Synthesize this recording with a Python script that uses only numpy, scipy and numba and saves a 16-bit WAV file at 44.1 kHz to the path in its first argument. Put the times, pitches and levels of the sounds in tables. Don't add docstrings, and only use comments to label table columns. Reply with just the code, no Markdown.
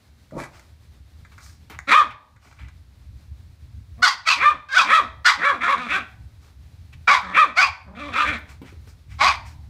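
import sys
import numpy as np
from scipy import signal
from scipy.fft import rfft, irfft, next_fast_len
from scipy.io import wavfile
from scipy.ndimage import uniform_filter1d, minimum_filter1d, map_coordinates
from numba import njit

SR = 44100
rng = np.random.default_rng(int(sys.argv[2]) if len(sys.argv) > 2 else 0)


def persist_wave(psi):
    counts = np.round(np.clip(psi, -1, 1) * 32767).astype(np.int16)
    wavfile.write(sys.argv[1], SR, np.atleast_2d(counts).T)


N = 427329
TOP_HZ = 15600


def amp(db):
    return 10 ** (np.asarray(db) / 20)


def unit(x):
    return x / np.sqrt(np.mean(x ** 2) + 1e-20)


def along(points, hz):
    f, v = np.transpose(points)
    return np.interp(np.log(hz + 1), np.log(f + 1), v)


def curves(rows, t):
    s, *columns = np.transpose(rows)
    return [np.interp(t, s, column) for column in columns]


def span(rows):
    edge = .004
    first = max(0, int((rows[0][0] - edge) * SR))
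    last = int((rows[-1][0] + edge) * SR)
    t = np.arange(first, last) / SR
    to_edge = np.minimum(t - t[0], t[-1] - t)
    return t, np.sqrt(np.clip(to_edge / (2 * edge), 0, 1))


def add(track, s, x):
    part = track[int(s * SR):][:len(x)]
    part += x[:len(part)]


def wobble(t, rate):
    knots = (t - t[0]) * rate
    return map_coordinates(rng.standard_normal(int(knots[-1]) + 4), [knots + 1])


def step(x):
    return .5 + .5 * np.tanh(x)


def colour(x, spectrum):
    m = 2 * next_fast_len(len(x) // 2 + 4096)
    gain = amp(along(spectrum, np.fft.rfftfreq(m, 1 / SR)))
    cepstrum = irfft(np.log(gain), m)
    cepstrum[1:m // 2] *= 2
    cepstrum[m // 2 + 1:] = 0
    return irfft(rfft(x, m) * np.exp(rfft(cepstrum)), m)[:len(x)]


def noise(t, spectrum):
    return unit(colour(rng.standard_normal(len(t)), spectrum))


def steady(x):
    power = uniform_filter1d(uniform_filter1d(x * x, size=700), size=700)
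    return x / np.sqrt(np.abs(power) + 1e-14)


@njit
def resonate(x, hz, width, sr):
    y, r = np.zeros(len(x)), np.exp(-np.pi * width / sr)
    for i in range(2, len(x)):
        drive = (1 - r) * (x[i] - x[i - 2])
        y[i] = drive + 2 * r * np.cos(2 * np.pi * hz[i] / sr) * y[i - 1] - r * r * y[i - 2]
    return y


# (frequency [Hz], time to fade by 60 dB [s])
ROOM_FADE = [(200, 0.44), (850, 0.64), (1200, 0.25805), (1600, 0.4513), (2400, 0.36), (4000, 0.4),
             (12000, 0.27)]


def room(x, early_db, tail_db):
    hz, t, grains = signal.stft(rng.standard_normal(SR // 2), SR, nperseg=256)
    fade = amp(-60 * t / along(ROOM_FADE, hz)[:, None])
    build_up = 1 - np.exp(-t / 0.0021)
    tail = signal.istft(grains * fade * build_up, SR, nperseg=256)[1]
    response = amp(tail_db) * tail / np.linalg.norm(tail)
    copies = (rng.uniform(.001, .018, size=14) * SR).astype(int)
    response[copies] += amp(early_db) * rng.choice([-1, 1], size=14)
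    return x + signal.fftconvolve(x, response)[:N]


THROB_DB, THROB_PER_S = 4, 14
HISS_DB = -62
# (time [s], level [dB])
RUMBLE_LEVEL = [(0, -55.5), (.9, -46.5), (1.7, -47), (2.6, -44), (3.3, -45), (3.7, -44.5), (5.8, -45.5),
                (7.2, -42), (8.2, -44), (8.6, -42), (9.1, -42.5), (9.69, -37)]
# (frequency [Hz], relative level [dB])
RUMBLE_TONE = [(20, -32), (35, -23), (52, -18.5), (61, -4), (70, -4), (83, -5), (97, -11), (115, -12.5),
               (155, -22.5), (210, -32), (300, -34), (500, -89.5)]
# (frequency [Hz], relative level [dB])
HISS_TONE = [(110, -14), (200, -1), (330, -7.5), (450, -11), (1100, -14), (2200, -14.5), (3000, -18),
             (4000, -15), (7000, -23.5), (15500, -29.5)]


def background():
    t = np.arange(N) / SR
    rumble_db, = curves(RUMBLE_LEVEL, t)
    rumble = amp(rumble_db + THROB_DB * wobble(t, THROB_PER_S)) * noise(t, RUMBLE_TONE)
    hiss = amp(HISS_DB + 1.3 * wobble(t, 19)) * noise(t, HISS_TONE)
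    return rumble + hiss


RUB_PEAK_SHARE = 0.24
RUB_WIDTH_HZ = 1400
# (time [s], length [s], scuff level [dB], scuff resonance [Hz], swish level [dB])
SOFT_STROKES = [(0.481, 0.29, -54, 1438, -59.5), (1.303, 0.08543, -52, 1391, -65),
                (1.37, 0.28402, -56.5, 1213, -51.5), (1.692, 0.11624, -41, 1318, -59.5),
                (2.091, .07, -35, 2101, -58.5), (2.358, 0.39, -50.5, 1250, -57),
                (2.549, 0.22, -44.5, 1842, -64.5), (6.383, 0.21, -59.5, 1096, -64),
                (6.92, .05, -46, 2349, -60.5), (8.468, 0.13, -49, 1579, -54.5),
                (8.618, 0.2, -49, 1791, -60), (8.86, 0.13, -60, 1400, -58), (9.07, 0.2, -52, 2100, -60),
                (9.431, 0.15915, -51, 1800, -53.5)]
# (frequency [Hz], relative level [dB])
SCUFF = [(250, -10.5), (550, -7), (800, -1), (1350, -5.5), (1800, -7.5), (2400, -6), (2900, -9.5),
         (3800, -10.5), (6000, -22.5)]
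# (frequency [Hz], relative level [dB])
SWISH = [(2000, -22.5), (4300, 2), (5400, 3.5), (7300, -1.5), (8500, -3), (11000, -12.5), (13500, -11),
         (15500, -13.5)]


def soft_strokes():
    out = np.zeros(N)
    for s, length, scuff_db, scuff_hz, swish_db in SOFT_STROKES:
        t = np.arange(int(length * SR)) / SR
        stroke = np.interp(t / length, [0, RUB_PEAK_SHARE, 1], [0, 1, 0]) ** 2.1
        grain = unit(amp(1.6 * wobble(t, 70) + 2.2 * wobble(t, 410)))
        centre_hz = np.full(len(t), float(scuff_hz))
        scuff = unit(resonate(grain * noise(t, SCUFF), centre_hz, RUB_WIDTH_HZ, SR))
        add(out, s, stroke * (amp(scuff_db) * scuff + amp(swish_db) * noise(t, SWISH)))
    return out


# (time [s], level [dB], scuff level against the thud [dB], time to fade by 60 dB [s])
PAWS = [(1.698, -37, 2, 0.1383), (2.459, -45.5, -11, 0.2114), (8.383, -38.5, -2, 0.085),
        (8.616, -23, -21, 0.10388), (8.723, -36.5, -19.5, 0.077), (8.872, -43.5, -1.5, 0.085)]
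# (frequency [Hz], relative level [dB])
PAW_TONE = [(59, -27), (100, -13.5), (172, 9), (329, 7.5), (517, -1.5), (634, -15.5), (1020, -8.5),
            (1220, -37), (1500, -42), (1950, -69.5), (3300, -120)]


def paws():
    out, t = np.zeros(N), np.arange(SR // 5) / SR
    for s, db, scuff_db, decay in PAWS:
        push = (1 - np.exp(-t / 0.00091)) * amp(db - 5.5 - 60 * t / decay)
        add(out, s, push * (noise(t, PAW_TONE) + amp(scuff_db + 1.0) * noise(t, SCUFF)))
    return out


# (time [s], level [dB], treble level against the body [dB], time to fade by 60 dB [s])
SHORT_KNOCKS = [(0.309, -44, -18, 0.0343), (0.595, -37, -9, 0.02098), (1.249, -42, -26.5, 0.07916),
                (1.38, -37, -18, 0.0761), (1.405, -43.5, -11, 0.049), (1.462, -41.5, -6, 0.0249),
                (1.494, -46.5, -7.5, 0.04805), (1.789, -16, -20, 0.01304), (2.363, -38, -29, 0.048),
                (2.526, -35.5, -21.5, 0.03617), (2.62, -44.5, -26.5, 0.0432), (2.684, -37.5, -15, 0.0398)]
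# (frequency [Hz], relative level [dB])
KNOCK_TONE = [(240, -56.5), (400, -15.5), (673, -14.5), (1420, 0.5), (2350, -5), (3070, -36.5),
              (3510, -16.5), (5570, -34.5), (6560, -18.5), (14000, -54.5)]


def short_knocks():
    out, t = np.zeros(N), np.arange(SR // 5) / SR
    for s, db, treble_db, decay in SHORT_KNOCKS:
        fade = amp(db - 4.5 - 60 * t / decay)
        add(out, s, fade * (noise(t, KNOCK_TONE) + amp(treble_db + 2.5) * noise(t, SWISH)))
    return out


# (time [s], flutter level [dB], air level [dB], nose resonance [Hz])
SNORT = [(0.324, -35, -68.5, 520), (0.345, -37.5, -44.5, 600), (0.372, -29, -39.5, 849),
         (0.394, -39.5, -26, 1346), (0.418, -33, -35, 1942), (0.44, -47, -32, 1779),
         (0.465, -51, -40.5, 1312), (0.5, -75.5, -54.5, 1203)]
# (frequency [Hz], relative level [dB])
SNORT_LOW = [(80, -12.5), (140, 3), (240, -9.5), (340, -2.5), (440, -18), (600, -4.5), (800, -28.5),
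             (1200, -22.5), (2200, -61.5)]
# (frequency [Hz], relative level [dB])
SNORT_AIR = [(300, -3.5), (600, 6), (950, 9), (1400, -5), (1800, -5.5), (2450, -1.5), (2700, -15.5),
             (3600, -9), (7000, -3), (12500, -6), (15000, -22)]


def snort():
    t, gate = span(SNORT)
    flutter_db, air_db, nose_hz = curves(SNORT, t)
    air = steady(resonate(noise(t, SNORT_AIR), nose_hz, 765.2, SR))
    flutter = steady(noise(t, SNORT_LOW))
    huff = amp(flutter_db - 1.5) * flutter + amp(air_db - 5.0) * air
    roughness = unit(amp(1.934 * wobble(t, 262.5)))
    out = np.zeros(N)
    add(out, t[0], gate * huff * roughness)
    return out


def larynx(t, pitch, rough, jitter, shimmer_db):
    slack = np.sqrt(500 / pitch)
    quaver = .022 * slack * wobble(t, 70) + jitter * slack * (.15 + rough) * wobble(t, 330)
    phase = 2 * np.pi * np.cumsum(pitch * (1 + quaver)) / SR
    k = np.arange(1, 48)[:, None]
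    harmonics = np.cos(k * phase + .3 * k ** 2) * (k * pitch < TOP_HZ)
    pulses = unit(np.sum(harmonics, axis=0))
    halves, thirds = np.cos(phase / 2), np.cos(phase / 3 + wobble(t, 40))
    pattern = 1 + rough * (1.3 * wobble(t, 45) * halves + 1.2 * wobble(t, 45) * thirds)
    air = unit(rng.standard_normal(len(t)) * (1 + 0.96 * np.cos(phase)))
    rattle = amp(shimmer_db * rough * slack * wobble(t, 190))
    return steady(pulses * pattern) * rattle, air * rattle


JAW_WANDER, JAW_WANDER_PER_S = 0.051, 38
PART_FLUTTER_DB, PART_FLUTTER_PER_S = 1.8426, 110
# (frequency [Hz], relative level [dB])
MOUTH = [(400, -72), (650, -21.5), (800, -3), (1000, 0), (1480, -0.5), (1700, 0), (2100, -19),
         (3200, -58.5)]
# (frequency [Hz], relative level [dB])
SECOND = [(1200, -55.5), (1650, 4), (1900, 3.5), (2150, -2.5), (2400, 1.5), (2650, -4.5), (2950, -14),
          (3800, -49.5)]


def dog(calls, chest_tone, rasp_tone, jitter, shimmer_db, first_width_hz, second_width_hz,
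        third_width_hz, chest_air, rasp_air, mouth_db, chest_db, second_db, rasp_db):
    out = np.zeros(N)
    for t, gate, pitch, rough, resonances, (first, second, rasp, chest) in calls:
        first_hz, second_hz, third_hz = [
            hz * (1 + JAW_WANDER * wobble(t, JAW_WANDER_PER_S)) for hz in resonances]
        rough = np.clip(rough, .01, .95)
        pulses, air = larynx(t, pitch, rough, jitter, shimmer_db)

        def source(airiness):
            return np.sqrt(1 - rough) * pulses + airiness * np.sqrt(rough) * air

        def flutter():
            return PART_FLUTTER_DB * wobble(t, PART_FLUTTER_PER_S)

        chest_part = steady(colour(source(chest_air), chest_tone))
        first_part = steady(colour(resonate(source(1.0), first_hz, first_width_hz, SR), MOUTH))
        second_part = steady(colour(resonate(source(1.0), second_hz, second_width_hz, SR), SECOND))
        breath = source(rasp_air)
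        muzzle = breath + 1.9 * resonate(breath, third_hz, third_width_hz, SR)
        rasp_part = steady(colour(muzzle, rasp_tone))

        voice = amp(chest + chest_db) * chest_part
        voice += amp(first + mouth_db) * first_part
        voice += amp(second + second_db + flutter()) * second_part
        voice += amp(rasp + rasp_db + flutter()) * rasp_part
        add(out, t[0], gate * voice)
    return out


YAP_RISE_DB, YAP_RELEASE_DB_PER_S, YAP_RELEASE_S = 32, 298.5, 0.069
YAP_REST_SHARE, YAP_CREST_S = .73, .027
YAP_TEAR, YAP_TEAR_S = 0.33894, 0.0046
JAW_SHUT_HZ, JAW_LAG_S, JAW_CLOSE_S = 993.3, .032, 0.034
YAP_CHEST_SAG_DB_PER_S = 110


def yap(start, attack, hold, crest, crest_hz, clear_rough, open_hz, first_db, sag,
        second_hz, second_db, third_hz, rasp_db, chest_db):
    age = np.arange(int((attack + hold + YAP_RELEASE_S) * SR)) / SR
    held, past_crest = np.maximum(0, age - attack), age - crest
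    attack_db = -YAP_RISE_DB * np.maximum(0, 1 - age / attack)
    release_db = -YAP_RELEASE_DB_PER_S * np.maximum(0, held - hold)
    gate = amp(attack_db + release_db)
    flick = np.exp(-(past_crest / YAP_CREST_S) ** 2)
    pitch = crest_hz * (YAP_REST_SHARE + (1 - YAP_REST_SHARE) * flick)
    rough = clear_rough + YAP_TEAR * step(past_crest / YAP_TEAR_S - 1)
    jaw_hz = open_hz + (JAW_SHUT_HZ - open_hz) * step((past_crest - JAW_LAG_S) / JAW_CLOSE_S)
    spent = np.minimum(held, hold)
    levels = first_db - sag * spent, second_db, rasp_db, chest_db - YAP_CHEST_SAG_DB_PER_S * spent
    return start + age, gate, pitch, rough, (jaw_hz, second_hz, third_hz), levels


# (time [s], attack [s], hold [s], start to pitch crest [s],
# crest pitch [Hz], roughness before the tear [0-1], first resonance with open jaw [Hz],
# its level [dB], its sag [dB/s], second resonance [Hz], its level [dB], muzzle resonance [Hz],
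# rasp level [dB], chest level [dB])
YAPS = [ (4.02, .011, 0.047, .021, 729.4, .1, 1435, 5, 157.5, 2077, -9, 4722, -8.5, -25.5),
        (4.251, 0.025, 0.044, .029, 661.6, .35, 1330, -5, 53, 2447, -7.5, 4223, -13, -31.5),
        (4.686, 0.09201, 0.022, 0.087, 727.7, .2, 1560, 0, 64.5, 2396, -13, 3753, -13, -28),
        (5.245, 0.017, 0.031, .021, 710.2, 0.5, 1480, 2.5, 170.5, 2031, -6.5, 4166, -11, -36),
        (7.072, 0.008, 0.066854, .052, 624.7, 0.4, 1260, 1, 31, 2328, -7.5, 3900, -16.5, -17.5),
        (7.554, 0.021, 0.06056, .042, 753.9, 0.2, 1360, -4.5, -5.5, 2387, -7.5, 4412, -16.5, -22),
        (9.184, 0.03, 0.07481, .074, 372.2, .25, 1100, -12.5, -3.5, 2272, -19, 4137, -24, -24.5)]
# (frequency [Hz], relative level [dB])
YAP_CHEST = [(110, -28), (190, -7.5), (300, -20), (420, -25), (560, -13.5), (720, -1), (830, 6.5),
             (1000, -20.5), (1400, -60.5)]
# (frequency [Hz], relative level [dB])
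YAP_RASP = [(1900, -31), (2900, -1.5), (3400, 0), (4000, -5.5), (4800, -0.5), (5500, -7), (6200, -8),
            (7200, -14.5), (8500, -19), (10000, -26.5), (11500, -31.5), (15500, -35)]


def yapping():
    return dog([yap(*row) for row in YAPS], YAP_CHEST, YAP_RASP, jitter=.028, shimmer_db=3.5,
               first_width_hz=213.37, second_width_hz=120, third_width_hz=240,
               chest_air=0.48, rasp_air=0.98,
               mouth_db=-4.0, chest_db=1, second_db=-1.5, rasp_db=-1.5)


GROWL_HZ, GROWL_ROUGH = 208.09, .33
ARCH_POWER = 3.6
SNARL_JAW_SWING, SNARL_THIRD_HZ = 0.086, 3526
ARCH_BEFORE, ARCH_AFTER, ARCH_FADE_S = 1.8, 2.3766, .025
# (growth [dB per octave], lead over the pitch [s])
SNARL_GROWTH = [(22, 0.0021), (18, .022), (16.5, 0.0093), (3.5, .012)]


def snarl(t, crest, rise, fall, crest_hz, crest_rough, first_hz, first_db,
          second_hz, second_db, rasp_db, chest_db):
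    to_end = np.minimum(t - t[0], t[-1] - t)
    gate = np.sin(np.pi / 2 * np.clip(to_end / ARCH_FADE_S, 0, 1))

    def place(s):
        return (s - crest) / np.where(s < crest, rise, fall)

    def effort(s):
        return 1 / (1 + np.abs(place(s)) ** ARCH_POWER)

    def pitch(s):
        return GROWL_HZ + (crest_hz - GROWL_HZ) * effort(s)

    rough = GROWL_ROUGH + (crest_rough - GROWL_ROUGH) * effort(t)
    crest_levels = first_db, second_db, rasp_db, chest_db
    levels = [db + per_octave * np.log2(pitch(t + lead) / crest_hz)
              for db, (per_octave, lead) in zip(crest_levels, SNARL_GROWTH)]
    jaw_hz = first_hz * (1 - SNARL_JAW_SWING * np.tanh(place(t)))
    return t, gate, pitch(t), rough, (jaw_hz, second_hz, SNARL_THIRD_HZ), levels


# (crest time [s], rise [s], fall [s],
# crest pitch [Hz], crest roughness [0-1], first resonance [Hz], its level [dB],
# second resonance [Hz], its level [dB], rasp level [dB], chest level [dB])
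SNARLS = [ (1.984, .063, .043, 615.1, .1, 1220, 3, 2222, -9.5, -15.5, -27),
          (4.004, 0.016, 0.029, 247.3, .5, 1012, -50, 2200, -59.5, -71.5, -42),
          (4.478, .066, 0.043, 619.7, .07, 1170, -2.5, 2350, -12, -22.5, -30),
          (4.962, .068, 0.045, 652.2, .12, 1203, -2, 2205, -11, -18.5, -27.5),
          (5.482, .062, 0.053, 576.4, .2, 1230, -6.5, 2058, -15.5, -27.5, -27.5),
          (5.660, .034, .020, 366.9, 0.4, 1239, -11.5, 2139, -18.5, -28.5, -32.5),
          (5.716, .055, .047, 554.4, .35, 1163, -10, 2210, -19.5, -28, -33),
          (5.81, 0.038, .05, 244.4, 0.16, 1320, -26, 2369, -32, -40, -33),
          (5.951, .044, 0.035, 383.7, .15, 1380, -17, 2356, -21.5, -31, -36),
          (7.275, .030, .030, 181.7, 0.49, 1250, -26, 1900, -36, -42, -32),
          (7.405, .042, .049, 626.5, .05, 1250, 2, 2367, -6, -18.5, -25),
          (7.905, .025, .035, 203.3, 0.64, 900, -44.5, 2400, -65, -72.5, -37),
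          (8.035, .052, .075, 293.7, 0.17, 1272, -29.5, 2363, -35.5, -42, -33),
          (8.210, .068, .050, 602.9, .5, 1302, -12.5, 2562, -21, -27.5, -35.5),
          (8.290, .030, 0.037, 305.5, .4, 1500, -21.5, 2168, -20.5, -32, -32)]
# (frequency [Hz], relative level [dB])
SNARL_CHEST = [(90, -29.5), (170, 8), (290, -1), (420, -11.5), (600, -3), (750, -5.5), (950, -41),
               (1400, -72.5)]
# (frequency [Hz], relative level [dB])
SNARL_RASP = [(1900, -37.5), (2800, -13.5), (3150, -2.5), (3600, -4.5), (4100, -8.5), (4800, -13),
              (6000, -14.5), (6700, -17), (7800, -19), (10000, -25.5), (12000, -33), (15500, -36)]


def snarling():
    crest, rise, fall = np.transpose(SNARLS)[:3]
    dips = crest[:-1] + np.diff(crest) * fall[:-1] / (fall[:-1] + rise[1:])
    starts = np.maximum(crest - ARCH_BEFORE * rise, np.append(0, dips - ARCH_FADE_S / 2))
    ends = np.minimum(crest + ARCH_AFTER * fall, np.append(dips + ARCH_FADE_S / 2, N / SR))
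    arches = [snarl(np.arange(int(a * SR), int(b * SR)) / SR, *row)
              for a, b, row in zip(starts, ends, SNARLS)]
    return dog(arches, SNARL_CHEST, SNARL_RASP, jitter=0.05, shimmer_db=7.0,
               first_width_hz=151.11, second_width_hz=380, third_width_hz=600,
               chest_air=0.04, rasp_air=1.7,
               mouth_db=-4.5, chest_db=-3.5, second_db=-2.5, rasp_db=-3.5)


def scene():
    small_noises = soft_strokes() + paws() + short_knocks() + snort()
    sound = background()
    sound += room(small_noises, early_db=-20.5, tail_db=-11)
    sound += room(yapping(), early_db=-18.5, tail_db=-13.0)
    sound += room(snarling(), early_db=-15.5, tail_db=-10.5)
    return sound[None]


GAIN_THRESHOLD_DB, GAIN_RECOVERY_DB_PER_S = -10, 10.5


def record(dry):
    level_db = 10 * np.log10(np.abs(uniform_filter1d(dry ** 2, size=880)) + 1e-12)
    recovered = GAIN_RECOVERY_DB_PER_S * np.arange(N) / SR
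    excess_db = np.maximum(0, level_db - GAIN_THRESHOLD_DB)
    duck_db = np.maximum.accumulate(excess_db + recovered, axis=-1) - recovered
    ducked = dry * amp(-duck_db)
    ceiling = .7
    gain = np.minimum(1, ceiling / (np.abs(ducked) + 1e-9))
    held = ducked * uniform_filter1d(minimum_filter1d(gain, size=130), size=130)
    m = next_fast_len(N + 4096)
    passed = np.fft.rfftfreq(m, 1 / SR) < TOP_HZ
    return irfft(rfft(held, m) * passed, m)[..., :N]


dry = scene()
out = record(dry)
persist_wave(out)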